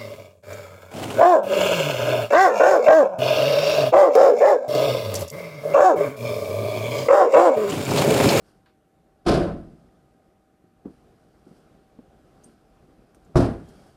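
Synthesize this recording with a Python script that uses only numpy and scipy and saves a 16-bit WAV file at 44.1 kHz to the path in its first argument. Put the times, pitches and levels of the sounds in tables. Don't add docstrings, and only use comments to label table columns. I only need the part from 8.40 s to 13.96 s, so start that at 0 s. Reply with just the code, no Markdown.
import sys
import numpy as np
from scipy import signal
from scipy.fft import rfft, irfft
from scipy.io import wavfile
from scipy.ndimage import uniform_filter1d, map_coordinates

SR = 44100
rng = np.random.default_rng(int(sys.argv[2]) if len(sys.argv) > 2 else 0)


def transcribe(signal):
    frames = np.atleast_2d(signal).T
    limited = np.clip(frames, -1, 1)
    pcm = np.round(limited * 32767).astype(np.int16)
    wavfile.write(sys.argv[1], SR, pcm)


N = 245372


def amp(db):
    return 10 ** (np.asarray(db) / 20)


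def unit(x):
    return x / np.sqrt(np.mean(x ** 2) + 1e-20)


def along(points, hz):
    f, v = np.transpose(points)
    return np.interp(np.log(hz + 1), np.log(f + 1), v)


def curve(rows):
    return np.interp(np.arange(N) / SR, *np.transpose(rows))


def wobble(rate):
    knots = rng.standard_normal(int(N * rate / SR) + 4)
    return map_coordinates(knots, [np.arange(N) * rate / SR])


def coloured(x, spectrum):
    hz = np.fft.rfftfreq(len(x), 1 / SR)
    return unit(irfft(rfft(x) * amp(along(spectrum, hz)), len(x)))


def add(track, s, sound):
    track[round(s * SR):][:len(sound)] += sound


# (time [s], level [dB])
RUMBLE_LEVEL = [(0, -59), (.34, -65.5), (1.4, -59), (2.2, -64.5), (2.7, -59.5), (3.5, -58), (4.8, -58.5),
                (5.3, -51), (5.56, -57.5)]
# (frequency [Hz], relative level [dB per Hz])
RUMBLE_TONE = [(12, -44), (25, -11.5), (41, -1.5), (62, -1.5), (85, -6.5), (154, -1.5), (274, -5.5),
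               (361, -4.5), (510, -10), (790, -11), (900, -21), (1350, -19), (1750, -28.5), (3200, -31.5),
               (14500, -47.5)]
# (frequency [Hz], rms level [dB])
HUM_LINES = [(193, -80.5), (312, -74.5), (620, -77.5), (772, -73)]


def low_rumble():
    z = signal.stft(rng.standard_normal(N), nperseg=512)[2]
    patches = uniform_filter1d(rng.standard_normal(z.shape), 5, 0)
    patches = uniform_filter1d(patches, 8, 1)
    noise = signal.istft(z * amp(1.56 * unit(patches)), nperseg=512)[1][:N]
    rumble = amp(curve(RUMBLE_LEVEL) + 0.93 * wobble(6.384)) * coloured(noise, RUMBLE_TONE)
    hum = np.zeros(N)
    for hz, db in HUM_LINES:
        level = np.sqrt(2) * amp(db + 1.1 * wobble(8.8))
        phase = 2 * np.pi * np.cumsum(hz + 2.3 * wobble(13)) / SR
        hum += level * np.sin(phase)
    return rumble + hum


# (start of the hold [s], level [dB], hold [s])
JACKET_MOVES = [(0.074, -65.5, 0.028), (2.496, -74.5, 0.035), (2.83, -84, .02), (3.11, -70.5, 0.056),
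                (4.073, -69.5, 0.028), (4.832, -81.5, 0.047), (5.307, -65, 0.17)]
# (frequency [Hz], relative level [dB per Hz])
CLOTH_TONE = [(530, -4), (900, -9.5), (1550, -4.5), (2060, -17.5), (3270, -13.5), (3550, -19.5),
              (4800, -11), (6730, -21), (9110, -16.5), (12600, -26.5), (14500, -28)]
RUSTLE_RISE_DB_PER_S, RUSTLE_FALL_DB_PER_S = 130, 135
STEADY_START_S, STEADY_END_S, STEADY_DB = 2.5, 5.56, -77.5


def rustle():
    t = np.arange(N) / SR
    grainy = rng.standard_normal(N) * amp(1.1 * wobble(240) + 0.15 * wobble(30))
    level = amp(STEADY_DB) * (t > STEADY_START_S) * (t < STEADY_END_S)
    for s, db, hold in JACKET_MOVES:
        rise_db = RUSTLE_RISE_DB_PER_S * np.maximum(s - t, 0)
        fall_db = RUSTLE_FALL_DB_PER_S * np.maximum(t - s - hold, 0)
        level = level + amp(db - rise_db - fall_db)
    return uniform_filter1d(level, 900) * coloured(grainy, CLOTH_TONE)


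# (time [s], gain [dB], pitch [Hz], ring t60 [s], echo over the gain [dB])
TICK_EVENTS = [(.2600, -63.5, 1567, 0.09, 1.5), (.296, -65, 1480, 0.04, -10),
               (1.566, -72, 1334, 0.016, -20), (2.831, -66, 1440, .05, -10.5),
               (4.0366, -55.5, 6320, 0.051, -25), (4.0420, -50.5, 8760, .09, -21),
               (4.747, -64.5, 8740, 0.033, -0.5), (4.747, -58, 1370, 0.019, -10),
               (4.8475, -67.5, 7200, 0.052, -7), (5.2870, -69.5, 7060, 0.036, 8)]


def ticks():
    out, t = np.zeros(N + SR), np.arange(SR // 2) / SR
    for s, db, hz, t60, echo_db in TICK_EVENTS:
        band = [(hz * 0.5, -50), (hz * 0.97, -14), (hz, 0), (hz * 1.04, -14), (hz * 1.4, -50)]
        wide = [(hz * 0.46, -35), (hz * 0.58, -3), (hz * 0.56, -3), (hz * 1.8, -12),
                (hz * 2.9, -14), (hz * 4, -30), (hz * 9, -36)]
        ring = coloured(rng.standard_normal(len(t)), band) * amp(-60 * t / t60)
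        echo_fall = amp(echo_db - 60 * t / (2.8 * t60))
        snap_fall = amp(-6.5 - 60 * t / 0.0092)
        spread = coloured(rng.standard_normal(len(t)), wide) * (echo_fall + snap_fall)
        add(out, s, amp(db) * (ring + spread))
    return out[:N]


def dying(spectrum, space):
    hz, t, z = signal.stft(coloured(rng.standard_normal(SR), spectrum), SR, nperseg=512)
    wash_start_db = along([(1500, -43), (4000, -43), (10000, -32.5)], hz)[:, None]
    wash = amp(wash_start_db - 60 * t / 2.42)
    fall = amp(-60 * t / along(space, hz)[:, None])
    return signal.istft(z * (fall + wash), SR, nperseg=512)[1][:SR]


def door(hits, panel, clatter, space, ring_db, echo_db, blow_db, damping, rise, bright_rise,
         clatter_db, settle_db_per_s):
    out, t = np.zeros(N + SR), np.arange(SR) / SR
    hz, level_db, t60 = np.transpose(panel)[:, :, None]
    dull = signal.butter(4, 1800, fs=SR, output="sos")
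    bright = signal.butter(4, 1800, "high", fs=SR, output="sos")

    def swell(seconds):
        return 1 - np.exp(-t / seconds)

    for s, boom_db, crack_db in hits:
        draw = rng.standard_normal((len(panel), 2))
        mode_hz = hz * (1 + 0.02047 * draw[:, 1:])
        modes = amp(level_db + 3.4 * draw[:, :1]) * np.sin(2 * np.pi * mode_hz * t)
        ring_t60 = np.minimum(damping * t60, 300 / hz + 0.18)
        ring_fall = amp(ring_db - 60 * t / ring_t60)
        blow_fall = amp(blow_db - 60 * t / 0.025)
        ring = (modes * (ring_fall + blow_fall)).sum(0) * np.sign(draw[0, 0])
        echo = dying(clatter, space)
        boom = (ring + amp(echo_db) * signal.sosfilt(dull, echo)) * swell(rise)
        rattle = amp(1.8 * wobble(120)[:SR]) * swell(bright_rise)
        crack = amp(crack_db - 60 * t / 0.056) * swell(0.003)
        shine = signal.sosfilt(bright, echo)
        shine = shine / shine[:SR // 20].std()
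        loose_db = boom_db + clatter_db - settle_db_per_s * (s - hits[0][0])
        add(out, s, amp(boom_db) * boom + amp(loose_db) * shine * (rattle + crack))
    return out[:N]


# (time [s], gain [dB], crack over the clatter [dB])
REAR_CONTACTS = [(.850, -33.5, -15), (.862, -8.5, -7), (.881, -8.5, 5.5), (.908, -13.5, -0.5),
                 (.938, -11, 4), (.952, -29, 18), (.996, -17, -2), (1.031, -20.5, 3), (1.064, -24.5, -5)]
# (frequency [Hz], level [dB], t60 [s])
REAR_MODES = [(176.7, -10.5, 0.9), (237, -8, 0.33), (343.2, 2, 0.65), (579.5, -0.5, 0.7), (818, -9, 0.14),
              (918, -10.5, 0.414), (1052, -9.5, 0.58), (1150, -14.5, 0.16), (1283, -11.5, 0.63),
              (1502, -16, 1.4), (1605, -32, 0.15)]
# (frequency [Hz], relative level [dB per Hz])
REAR_TONE = [(15, -39), (30, -8), (103, -8.5), (170, -0.5), (275, -2.5), (340, -0.5), (506, -5),
             (679, -2.5), (886, -19), (1470, -19), (1900, -29), (2700, -26.5), (5000, -23.5), (6700, -35),
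             (9500, -36.5), (14500, -59)]
# (frequency [Hz], t60 [s])
LOAD_SPACE_DECAY = [(30, 0.91), (150, 0.72), (500, 0.43), (2000, 0.43), (6000, 0.25), (13000, 0.35)]


def rear_door():
    return door(REAR_CONTACTS, REAR_MODES, REAR_TONE, LOAD_SPACE_DECAY,
                ring_db=-15.5, echo_db=-7.5, blow_db=-9.5, damping=0.64, rise=0.0058,
                bright_rise=0.012, clatter_db=-24.5, settle_db_per_s=54.5)


AFTER_RING_HZ, AFTER_RING_DB, AFTER_RING_T60_S = 1240, -71, 8.0


def after_ring():
    t = np.arange(N) / SR - REAR_CONTACTS[1][0]
    level = amp(AFTER_RING_DB + 3.3 * wobble(20) - 60 * t / AFTER_RING_T60_S)
    phase = 2 * np.pi * np.cumsum(AFTER_RING_HZ + 3 * wobble(30)) / SR
    return (t > 0) * level * np.sin(phase)


# (time [s], gain [dB], frequency [Hz])
AIR_THUMPS = [(.872, -20, 55), (.925, -27, 35.5), (2.456, -45.5, 69.4), (4.575, -47, 48),
              (4.957, -22.5, 60), (4.962, -13, 121.3)]
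THUMP_T60_S = 0.29


def thumps():
    out, t = np.zeros(N + SR), np.arange(SR // 2) / SR
    for s, db, hz in AIR_THUMPS:
        onset = 1 - np.exp(-t / 0.01)
        add(out, s, amp(db - 60 * t / THUMP_T60_S) * np.sin(2 * np.pi * hz * t) * onset)
    return out[:N]


# (time [s], gain [dB], pitch [Hz], t60 at the pitch [s])
BODY_KNOCKS = [(2.240, -48, 175, 0.073), (2.4490, -37, 408, 0.04), (2.4524, -30.5, 191, 0.18),
               (2.4580, -32.5, 269, 0.059), (3.065, -40.5, 199.6, 0.12), (3.110, -39, 176, 0.1),
               (3.318, -45, 151, 0.052), (3.588, -30.5, 247, 0.043), (4.058, -42.5, 200, 0.058),
               (4.075, -45, 228, 0.16), (4.588, -45, 185, 0.071), (4.766, -46, 297, 0.079),
               (4.890, -47, 159.5, 0.27)]
KNOCK_EDGE_DB = -7.5


def knocks():
    out, t = np.zeros(N + SR), np.arange(SR // 2) / SR
    # (frequency [Hz], relative level [dB per Hz])
    edge_tone = [(120, -21), (250, 18.0), (700, -4.5), (900, -9.5),
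                 (1600, -17), (1900, -28), (9000, -46), (14500, -44)]
    # (ratio to the pitch, level [dB] before a random spread)
    modes = [(.8, -14.5), (1.0, -2.5), (1.75, -7.5), (2.6, -18), (4.1, -17.0), (7.6, -24)]
    for s, db, hz, t60 in BODY_KNOCKS:
        ring = np.zeros(len(t))
        for ratio, level_db in modes:
            fall_db = 60 * t * ratio ** 0.72 / t60
            ring += amp(level_db + rng.normal(0, 1.0) - fall_db) * np.sin(2 * np.pi * hz * ratio * t)
        edge = coloured(rng.standard_normal(len(t)), edge_tone) * amp(KNOCK_EDGE_DB - 45 * t / t60)
        onset = 1 - np.exp(-t / 0.0022)
        add(out, s, amp(db) * (ring + edge) * onset)
    return out[:N]


# (time [s], gain [dB], crack over the clatter [dB])
CAB_CONTACTS = [(4.945, -35, 1), (4.956, -3, -1), (4.966, -10, 13), (5.002, -11.5, 4.5), (5.022, -12.5, -9),
                (5.052, -18.5, 8), (5.087, -22.5, -3)]
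# (frequency [Hz], level [dB], t60 [s])
CAB_MODES = [(119, 6.5, 0.2), (223, -12, 0.23), (271.2, -1.5, 0.55), (350, -1, 0.55), (418, -4, 0.2),
             (543, -21, 0.46), (619, 5, 0.11), (676.6, -7, 0.54), (776, -14, 0.59), (878, -7, 0.23),
             (980, -14, 0.18), (1060, -28, 0.27), (1146, -23, 0.36), (1150, -21, 0.39), (1390, -21.5, 0.59),
             (1373, -22, 0.58), (1460, -31, 0.54)]
# (frequency [Hz], relative level [dB per Hz])
CAB_TONE = [(15, -38), (40, -5.5), (114, -4.5), (160, -1), (270, -1), (409, -4.5), (650, -11.5),
            (818, -17.5), (1390, -24.5), (2190, -40), (3400, -39.5), (5000, -36), (6700, -43.5),
            (9500, -45.5), (12700, -60), (14500, -78)]
# (frequency [Hz], t60 [s])
CAB_SPACE_DECAY = [(30, 0.67), (150, 0.48), (500, 0.36), (2000, 0.38), (6000, 0.18), (13000, 0.25)]


def cab_door():
    return door(CAB_CONTACTS, CAB_MODES, CAB_TONE, CAB_SPACE_DECAY,
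                ring_db=-14.5, echo_db=-11.5, blow_db=-10, damping=0.6, rise=0.0021,
                bright_rise=0.026, clatter_db=-31, settle_db_per_s=10)


SQUEAK_START_S, SQUEAK_END_S = 5.235, 5.51
SQUEAK_START_HZ, SQUEAK_GLIDE_HZ_PER_S, SQUEAK_DB = 3190, 550, -81


def squeak():
    t = np.arange(N) / SR
    fade = np.clip(np.minimum(t - SQUEAK_START_S, SQUEAK_END_S - t) / 0.027, 0, 1)
    pitch = SQUEAK_START_HZ + SQUEAK_GLIDE_HZ_PER_S * (t - SQUEAK_START_S) + 12 * wobble(60)
    tone = np.sqrt(2) * np.sin(2 * np.pi * np.cumsum(pitch) / SR)
    return fade * amp(SQUEAK_DB + 2.7 * wobble(40)) * tone


def scene():
    quiet_layers = low_rumble() + rustle() + ticks()
    rear_slam = rear_door() + after_ring()
    cab_sounds = knocks() + cab_door() + squeak()
    return (quiet_layers + rear_slam + thumps() + cab_sounds)[None]


# (frequency [Hz], relative level [dB per Hz])
HISS_TONE = [(500, -32.5), (1500, 8.5), (3200, -6.5), (5000, -7.5), (6800, -7), (9000, -4), (11000, -6),
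             (12500, -6), (14500, -13)]
HISS_DB, PEAK_CEILING, TOP_HZ = -80, 0.52, 14500


def record(dry):
    heard = dry + amp(HISS_DB) * coloured(rng.standard_normal(N), HISS_TONE)
    soft = heard / (1 + np.abs(heard / PEAK_CEILING) ** 4) ** (1 / 4)
    in_band = np.fft.rfftfreq(N, 1 / SR) < TOP_HZ
    return irfft(rfft(soft) * in_band, N)


dry = scene()
out = record(dry)
transcribe(out)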